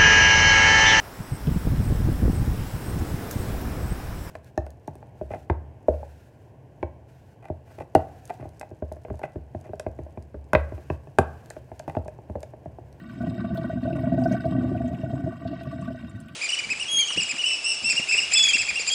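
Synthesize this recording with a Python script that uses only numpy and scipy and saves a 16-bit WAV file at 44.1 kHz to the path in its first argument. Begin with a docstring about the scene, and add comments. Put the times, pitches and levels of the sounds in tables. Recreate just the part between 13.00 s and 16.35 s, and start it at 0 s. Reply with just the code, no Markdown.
"""A steel kitchen sink, heard from close above, as water swirls down the drain.
Over a steady rush, churning water excites the low air modes of the waste pipe, drops and small bubbles
excite the modes of the drain's throat, and tiny bubbles fizz over the basin. The vortex gulps air:
each gulp rings the air pocket under the strainer and thumps the pipe. Splashes add clusters of pings."""
import sys
import numpy as np
from scipy import signal
from scipy.fft import rfft, irfft
from scipy.io import wavfile

SR = 44100
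rng = np.random.default_rng(int(sys.argv[2]) if len(sys.argv) > 2 else 0)


def generate_wav(sig):
    """Save sig (samples, or channels by samples) to the path in sys.argv[1] as 16-bit PCM at SR."""
    pcm = np.round(np.clip(np.atleast_2d(sig).T, -1, 1) * 32767).astype(np.int16)
    wavfile.write(sys.argv[1], SR, pcm)


N = 147735
TIME = np.arange(N) / SR


def amp(db):
    """Amplitude ratio of a level in decibels."""
    return 10 ** (np.asarray(db) / 20)


def unit(x):
    """Normalisation to an rms of 1."""
    return x / np.sqrt(np.mean(x ** 2) + 1e-20)


def unit_peak(x):
    """Normalisation to a peak of 1."""
    return x / abs(x).max()


def add(mix, start_s, sound):
    """Superposition: a sound adds to the mix from its start time."""
    part = mix[max(round(start_s * SR), 0):][:len(sound)]
    part += sound[:len(part)]


def colour(x, curve):
    """Spectral shaping by rows of (frequency_hz, gain_db), interpolated in log frequency."""
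    hz, db = np.transpose(curve)
    gain_db = np.interp(np.log(np.fft.rfftfreq(N, 1 / SR) + 1), np.log(hz), db)
    return irfft(rfft(x) * amp(gain_db), N)


def cavity(x, modes):
    """Modal superposition: neighbouring resonances alternate in sign, as along a tube."""
    out = np.zeros(len(x))
    for k, (hz, width_hz, db) in enumerate(modes):
        out += (-1) ** k * amp(db) * signal.lfilter(*signal.iirpeak(hz, hz / width_hz, SR), x)
    return out


def impulses(per_s, spread_db=1.5):
    """Poisson process: random impulses of either sign, mostly small and a few large."""
    chance, excess, sign = rng.random(N), rng.exponential(1, N), rng.choice([-1., 1.], N)
    return (chance < per_s / SR) * sign * amp(spread_db * np.minimum(excess, 19))


def ring(hz, peak_s, shape, glide_per_s=1, size=2600):
    """Damped oscillation of trapped air: a tone swells and dies as its pitch rises slightly."""
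    t = np.arange(1, size + 1) / SR
    envelope = (t / peak_s * np.exp(1 - t / peak_s)) ** shape
    turns = np.cumsum(hz * (1 + glide_per_s * (t - peak_s))) / SR
    return envelope * np.sin(2 * np.pi * turns)


def swarm(low_hz, high_hz, per_s, spread_db, rise_cycles, shape=0.15, size=1300, count=60):
    """Minnaert resonance: bubbles ping at random times, each size at its own pitch."""
    out = np.zeros(N)
    pitches = np.geomspace(low_hz, high_hz, count)
    pings = [ring(hz, rise_cycles / hz, shape, glide_per_s=1.6, size=size) for hz in pitches]
    for when, which, strength, sign in rng.random((round(per_s * N / SR), 4)):
        db = spread_db * min(-np.log(1 - strength), 3.5)
        add(out, when * N / SR, np.sign(sign - .5) * amp(db) * pings[int(which * count)])
    return out


# Spectrum of the rushing water: frequency_hz, gain_db
RUSH_SPECTRUM = [(25, -32), (45, -12), (80, 0), (250, 4), (330, -17.5), (450, -37.5), (580, -16),
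                 (666, -22), (780, -37.5), (900, -37), (1150, -37), (1340, -33), (1490, -9.5), (1710, -39),
                 (1900, -17.5), (2100, -39.5), (3700, -52.5), (6500, -63.5), (15500, -57)]
def rush():
    """Filtered noise: the steady rush of the water."""
    return amp(-43.5) * unit(colour(rng.standard_normal(N), RUSH_SPECTRUM))


# Relative levels of the flow through the drain: time_s, churn_db, trickle_db, fizz_db
FLOW_LEVELS = [(0, -42.5, -50, -79.5), (0.16, -38.5, -47, -77), (0.24, -30.5, -44.5, -74.5),
               (0.5, -31.5, -45, -81), (0.6, -28.5, -43, -74.5), (0.79, -35.5, -47, -78),
               (0.93, -30, -45, -74.5), (1.1, -25.5, -43.5, -79), (1.24, -21, -47, -70),
               (1.33, -27, -36.5, -70), (1.41, -32, -43, -76.5), (1.58, -24, -44, -77),
               (1.85, -28.5, -47.5, -75.5), (2.22, -31, -48, -76), (2.37, -41, -49, -79),
               (2.48, -33, -45, -79), (2.88, -39.5, -48, -75.5), (3.08, -42, -49.5, -78),
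               (3.35, -49, -54.5, -81)]
def flow(layer):
    """Amplitude envelope: a layer's gain follows the flow through the drain."""
    time_s, churn_db, trickle_db, fizz_db = np.transpose(FLOW_LEVELS)
    level_db = {"churn": churn_db, "trickle": trickle_db, "fizz": fizz_db}[layer]
    return amp(np.interp(TIME, time_s, level_db))


# Air modes of the waste pipe: pitch_hz, bandwidth_hz, gain_db
PIPE_MODES = [(76.2, 13.3, -4.5), (114.2, 7.8, 1), (130, 15.6, 0.5), (180.5, 16.4, -1.5), (252, 9.5, 6),
              (282.4, 22, -1), (332.8, 25, -2)]
def pipe(x):
    """Standing waves in the waste pipe, with the deep bass and the treble lost."""
    passband = signal.butter(3, [66, 360], "band", fs=SR, output="sos")
    return signal.sosfilt(passband, cavity(x, PIPE_MODES))


def churn():
    """Impulse excitation: lumps of water tumble down the pipe and sound its modes."""
    return amp(-3.5) * flow("churn") * unit(pipe(impulses(per_s=830)))


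def flutter():
    """Heavy damping: large bubbles tear off the vortex and die quickly, in a rough flutter."""
    bubbles = swarm(151, 324, per_s=130, spread_db=4.5, rise_cycles=0.52, shape=0.75, size=4000)
    return amp(-12) * flow("churn") * unit(bubbles)


def pocket(x, width_hz=41):
    """Cavity resonance: one hollow mode of the air pocket under the strainer."""
    return cavity(x, [(662.8, width_hz, 0)])


def burble():
    """Forced vibration: churning keeps the air pocket ringing softly between gulps."""
    ringing = pocket(impulses(per_s=900))
    focused = pocket(ringing, width_hz=164)  # steepens the skirts of the resonance
    return amp(-14) * flow("churn") * unit(focused)


def surge(depth_db=1.95):
    """Amplitude modulation: a gain that swells and slackens at random with the swirl."""
    waves = sum(np.sin(2 * np.pi * (hz * TIME + rng.random())) for hz in np.geomspace(6, 48, 30))
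    return unit(amp(depth_db * unit(waves)))


# Air modes of the drain's throat: pitch_hz, bandwidth_hz, gain_db
THROAT_MODES = [(669, 9.5, 15), (1032, 53, -4), (1156.3, 23.3, 7), (1513.5, 43, 2.5), (1906, 38, -1.5),
                (2248, 44, -7), (2757, 109, -10), (3204, 18, -7.5), (3706, 34, -8), (4120, 29, -21.5),
                (4300, 13, -28.5), (5030, 150, -16), (5620, 73, -23.5)]
def throat(x):
    """Resonant filtering: the drain's throat favours sound near its modes."""
    return cavity(x, THROAT_MODES)


def trickle():
    """Impact excitation: drops off the strainer tap the air in the throat."""
    drops = swarm(841, 4460, per_s=900, spread_db=6, rise_cycles=0.28)
    taps = np.gradient(drops)  # differentiation tilts the spectrum towards the treble
    return amp(-5.5) * flow("trickle") * unit(throat(taps))


def basin(x, echo_db=-9, decay_s=0.013, size=4000):
    """Reverberation: short, dense reflections from the steel walls join the direct sound."""
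    tail = rng.standard_normal(size) * np.exp(-np.arange(size) / SR / decay_s)
    return x + amp(echo_db) * signal.oaconvolve(x, tail / np.linalg.norm(tail))[:N]


# Sizzle of air sucked through the strainer: time_s, level_db
SLURP_LEVELS = [(0, -66), (0.6, -65.5), (1.0, -67.5), (1.35, -65), (1.7, -65), (2.38, -70.5), (2.5, -59),
                (2.9, -66), (3.35, -67)]
def slurp():
    """Air entrainment: suction through the strainer's water film makes small, sizzling bubbles."""
    gain = amp(np.interp(TIME, *np.transpose(SLURP_LEVELS)))
    bubbles = swarm(2579, 5400, per_s=1100, spread_db=3, rise_cycles=2.4)
    return gain * unit(throat(bubbles) + 0.15 * basin(bubbles))


def plinks():
    """Resonance: small bubbles in the throat ring loudest where they meet one of its modes."""
    bubbles = swarm(1696, 5500, per_s=600, spread_db=1, rise_cycles=1.8)
    return amp(-18) * flow("trickle") * unit(throat(bubbles) + 0.073 * bubbles)


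# Spectrum of the fizz over the basin: frequency_hz, gain_db
FIZZ_SPECTRUM = [(1500, -4), (2600, -3), (3500, -13.5), (4400, -20), (5100, 1), (5700, -5), (6500, -4.5),
                 (7200, -6.5), (7700, 5.5), (8250, 3.5), (8900, -8), (10000, -4.5), (11000, -9.5),
                 (13200, -2.5), (15600, -13)]
def fizz():
    """Bubble resonance and film rupture: tiny bubbles ping, and their films snap with wet ticks."""
    pings = colour(swarm(2200, 15000, per_s=3500, spread_db=4.5, rise_cycles=4), FIZZ_SPECTRUM)
    ticks = colour(swarm(2200, 15000, per_s=960, spread_db=8, rise_cycles=1), FIZZ_SPECTRUM)
    return flow("fizz") * (amp(6.5) * unit(pings) + amp(-2.5) * unit(ticks))


# Gulps of air, levels relative within each column:
# time_s, ring_db, ring_hz, thump_db, thump_hz, upper_ring_db
AIR_GULPS = [(0.207, -28, 674, -20, 242, -34), (0.236, -23, 652, -23, 231, -40.5),
             (0.269, -26, 684, -19.5, 156, -41), (0.28, -39, 650, -22, 161, -75),
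             (0.315, -32, 641, -26.5, 240, -64), (0.381, -28, 640, -19.5, 198, -38),
             (0.415, -36, 630, -23, 229, -40.5), (0.444, -25, 665, -20.5, 205, -45),
             (0.508, -29.5, 653, -25.5, 141, -42), (0.521, -44.5, 665, -18.5, 203, -51),
             (0.552, -26.5, 640, -25, 186, -68), (0.578, -22.5, 665, -29.5, 230, -56),
             (0.616, -30.5, 670, -26, 131, -45), (0.643, -25.5, 610, -23, 227, -32),
             (0.699, -20, 665, -30, 256, -34), (0.73, -25.5, 627, -20, 121, -73),
             (0.757, -38, 626, -20.5, 245, -68), (0.773, -29, 670, -27.5, 240, -38.5),
             (0.83, -29, 643, -16, 259, -43), (0.855, -19.5, 617, -25, 251, -37.5),
             (0.876, -18.5, 666, -21.5, 261, -70), (0.905, -20.5, 662, -26.5, 133.6, -35),
             (0.928, -23, 624, -20.5, 328.5, -60), (0.957, -24, 622, -24, 122, -38),
             (0.984, -25.5, 634, -24, 111, -68), (1.009, -44, 663, -31, 121, -42),
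             (1.037, -21.5, 649, -19, 118, -44), (1.069, -24, 627, -17, 244, -39),
             (1.079, -24.5, 647, -28, 242, -49), (1.121, -19, 678, -13, 254, -43),
             (1.143, -23, 603, -46, 126, -60), (1.179, -17, 655, -18.5, 250, -34),
             (1.219, -23.5, 704, -31, 235, -42), (1.258, -11, 684, -28, 350, -26.5),
             (1.284, -26, 712, -29, 123, -55), (1.312, -19, 641, -14.5, 197, -32.5),
             (1.334, -19, 610, -18, 209, -41), (1.347, -18, 690, -46, 167, -37.5),
             (1.373, -45, 740, -23.5, 238, -34), (1.4, -36, 680, -35, 190, -33),
             (1.445, -21.5, 661, -33, 304, -63), (1.456, -14.5, 670, -21, 120, -43),
             (1.479, -23, 662, -21.5, 107, -57), (1.521, -21.5, 672, -20.5, 179, -59),
             (1.552, -24, 650, -15.5, 258, -44), (1.583, -30, 620, -15, 259, -47),
             (1.606, -44, 660, -29, 255, -36.5), (1.643, -23.5, 604, -18, 266, -40),
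             (1.715, -30, 594, -21.5, 347, -49), (1.749, -22, 686, -27.5, 183, -38.5),
             (1.763, -24.5, 654, -19, 116, -50), (1.805, -22, 696, -17, 251, -83),
             (1.846, -26, 648, -20, 255, -70), (1.867, -34.5, 610, -20.5, 265.6, -63),
             (1.91, -25, 640, -22.5, 127, -73), (1.932, -27, 682, -33.5, 140, -61),
             (2.036, -22, 628, -19.5, 124, -74), (2.061, -35, 647, -37, 150, -37),
             (2.105, -27.5, 699, -29.5, 119, -58), (2.134, -22, 644, -21, 125.5, -57),
             (2.164, -35, 720, -23.5, 129, -43), (2.197, -64, 637, -24, 268, -48),
             (2.24, -29, 700, -18, 123, -44), (2.263, -26.5, 652, -27.5, 302, -51),
             (2.274, -21.5, 648, -24, 348, -55), (2.324, -29.5, 685, -67, 252, -50),
             (2.415, -36.5, 650, -36, 240, -61), (2.454, -22, 673, -25.5, 110, -47),
             (2.512, -32.5, 687, -25, 285, -59), (2.529, -26.5, 655, -56, 119, -55),
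             (2.611, -32, 664, -35, 257, -61), (2.669, -28.5, 635, -24.5, 133, -65),
             (2.729, -29, 660, -29, 289, -43), (2.757, -32.5, 660, -49, 253, -46),
             (2.791, -30, 665, -27.5, 130, -61), (2.813, -32, 652, -22.5, 187, -57),
             (2.878, -28, 654, -24, 239, -35), (2.905, -26.5, 634, -24, 252, -42),
             (2.947, -30.5, 657, -37, 110, -51), (2.978, -62, 620, -55, 260, -39),
             (3.035, -40, 614, -26.5, 237, -59), (3.146, -56, 600, -27, 104, -55),
             (3.208, -67, 650, -31.5, 228, -71)]
def gulps(push_s=0.00088, slosh_s=0.019, slap_s=0.0023, pocket_share=0.63, size=9000):
    """Transient excitation: a gulp slaps shut, rings the air pocket along with a higher tone, and thumps the
    pipe."""
    out, rings, t = np.zeros(N), np.zeros(N), np.arange(size) / SR
    push = t / push_s * np.exp(1 - t / push_s)
    slap_band = signal.butter(2, [323, 780], "band", fs=SR, output="sos")
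    slap = unit_peak(signal.sosfilt(slap_band, np.exp(-t / slap_s)))
    for time_s, ring_db, ring_hz, thump_db, thump_hz, upper_db in AIR_GULPS:
        slosh = 0.54 * rng.standard_normal(size) * np.exp(-t / slosh_s)
        shove = unit_peak(pipe(push + slosh))  # a large bubble displaces the water in the pipe
        upper_hz = 1503 * (1 + 0.015 * rng.standard_normal())
        ring_start_s, thump_start_s = time_s - 0.003352, time_s - 0.002157
        add(rings, ring_start_s, amp(ring_db + 0.5) * ring(ring_hz, peak_s=0.0064, shape=3.28))
        add(out, ring_start_s, amp(upper_db - 4) * ring(upper_hz, peak_s=0.0083, shape=3.28))
        add(out, thump_start_s, amp(ring_db - 10.5) * slap)
        add(out, thump_start_s, amp(thump_db - 6) * shove)
        add(out, thump_start_s, amp(thump_db - 3.5) * ring(thump_hz, peak_s=0.0072, shape=0.91))
    return out + (1 - pocket_share) * rings + pocket_share * pocket(rings)


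# Splashes at the strainer, levels relative within each column: start_s, bubble_db, pitch_hz, spray_db
STRAINER_SPLASHES = [(0.546, -47, 14400, -56), (0.571, -51, 11400, -66), (0.572, -34, 3670, -66),
                     (0.836, -44, 3800, -69), (0.927, -36, 2660, -59), (0.958, -63, 6640, -53),
                     (1.004, -55, 12000, -69), (1.057, -42, 2660, -66), (1.22, -58, 6300, -59),
                     (1.237, -38, 5280, -51), (1.275, -47.5, 5380, -61), (1.316, -41.5, 4380, -56),
                     (1.322, -38, 5900, -46.5), (1.453, -43, 3600, -56), (1.463, -55, 5200, -52),
                     (1.778, -40, 2580, -68), (1.877, -47.5, 7000, -72), (1.942, -41, 2720, -63),
                     (2.475, -38.5, 4200, -59), (2.592, -47, 2780, -73), (2.633, -44, 2850, -50),
                     (2.811, -49.5, 7950, -68), (2.851, -44, 2730, -66), (3.044, -48, 2600, -65),
                     (3.095, -45.5, 8100, -62), (3.201, -42, 8140, -48), (3.283, -42, 2780, -54)]
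def splashes(decay_s=0.006, pitch_scatter=0.115, count=12, size=2000):
    """Bubble resonance in clusters: a splash rings like-sized bubbles amid a crackle of spray."""
    out, t = np.zeros(N), np.arange(size) / SR
    spray_band = signal.iirpeak(8550, Q=1, fs=SR)
    for start_s, bubble_db, pitch_hz, spray_db in STRAINER_SPLASHES:
        cluster = np.zeros(size)
        for wait, detune in zip(np.sort(rng.exponential(1, count)), rng.standard_normal(count)):
            hz = pitch_hz * (1 + pitch_scatter * detune)
            ping = ring(hz, peak_s=0.00032, shape=0.15, glide_per_s=1.6, size=size)
            add(cluster, wait * decay_s, np.exp(-wait / 2) * ping)  # later bubbles are weaker
        drops = rng.standard_normal(size) * amp(0.5 * np.minimum(rng.exponential(1, size), 4))
        spray = signal.lfilter(*spray_band, drops * np.exp(-t / decay_s))
        add(out, start_s, amp(bubble_db - 3) * unit_peak(cluster))
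        add(out, start_s, amp(spray_db - 1.5) * unit_peak(spray))
    return out


def scene():
    """Superposition of the continuous flow, the gulps and the splashes in one channel."""
    water = rush() + churn() + flutter() + burble()
    swirl = surge() * (trickle() + slurp() + basin(plinks() + fizz()))
    return (water + swirl + gulps() + basin(splashes()))[None]


def record(dry, low_cut_hz=42, high_cut_hz=15900):
    """Band limiting: filters remove the deepest bass and the highest treble."""
    highpass = signal.butter(3, low_cut_hz, "high", fs=SR, output="sos")
    lowpass = signal.firwin(511, high_cut_hz, window=("kaiser", 9), fs=SR)
    return signal.oaconvolve(signal.sosfilt(highpass, dry), lowpass[None], "same")


dry = scene()
out = record(dry)
generate_wav(out)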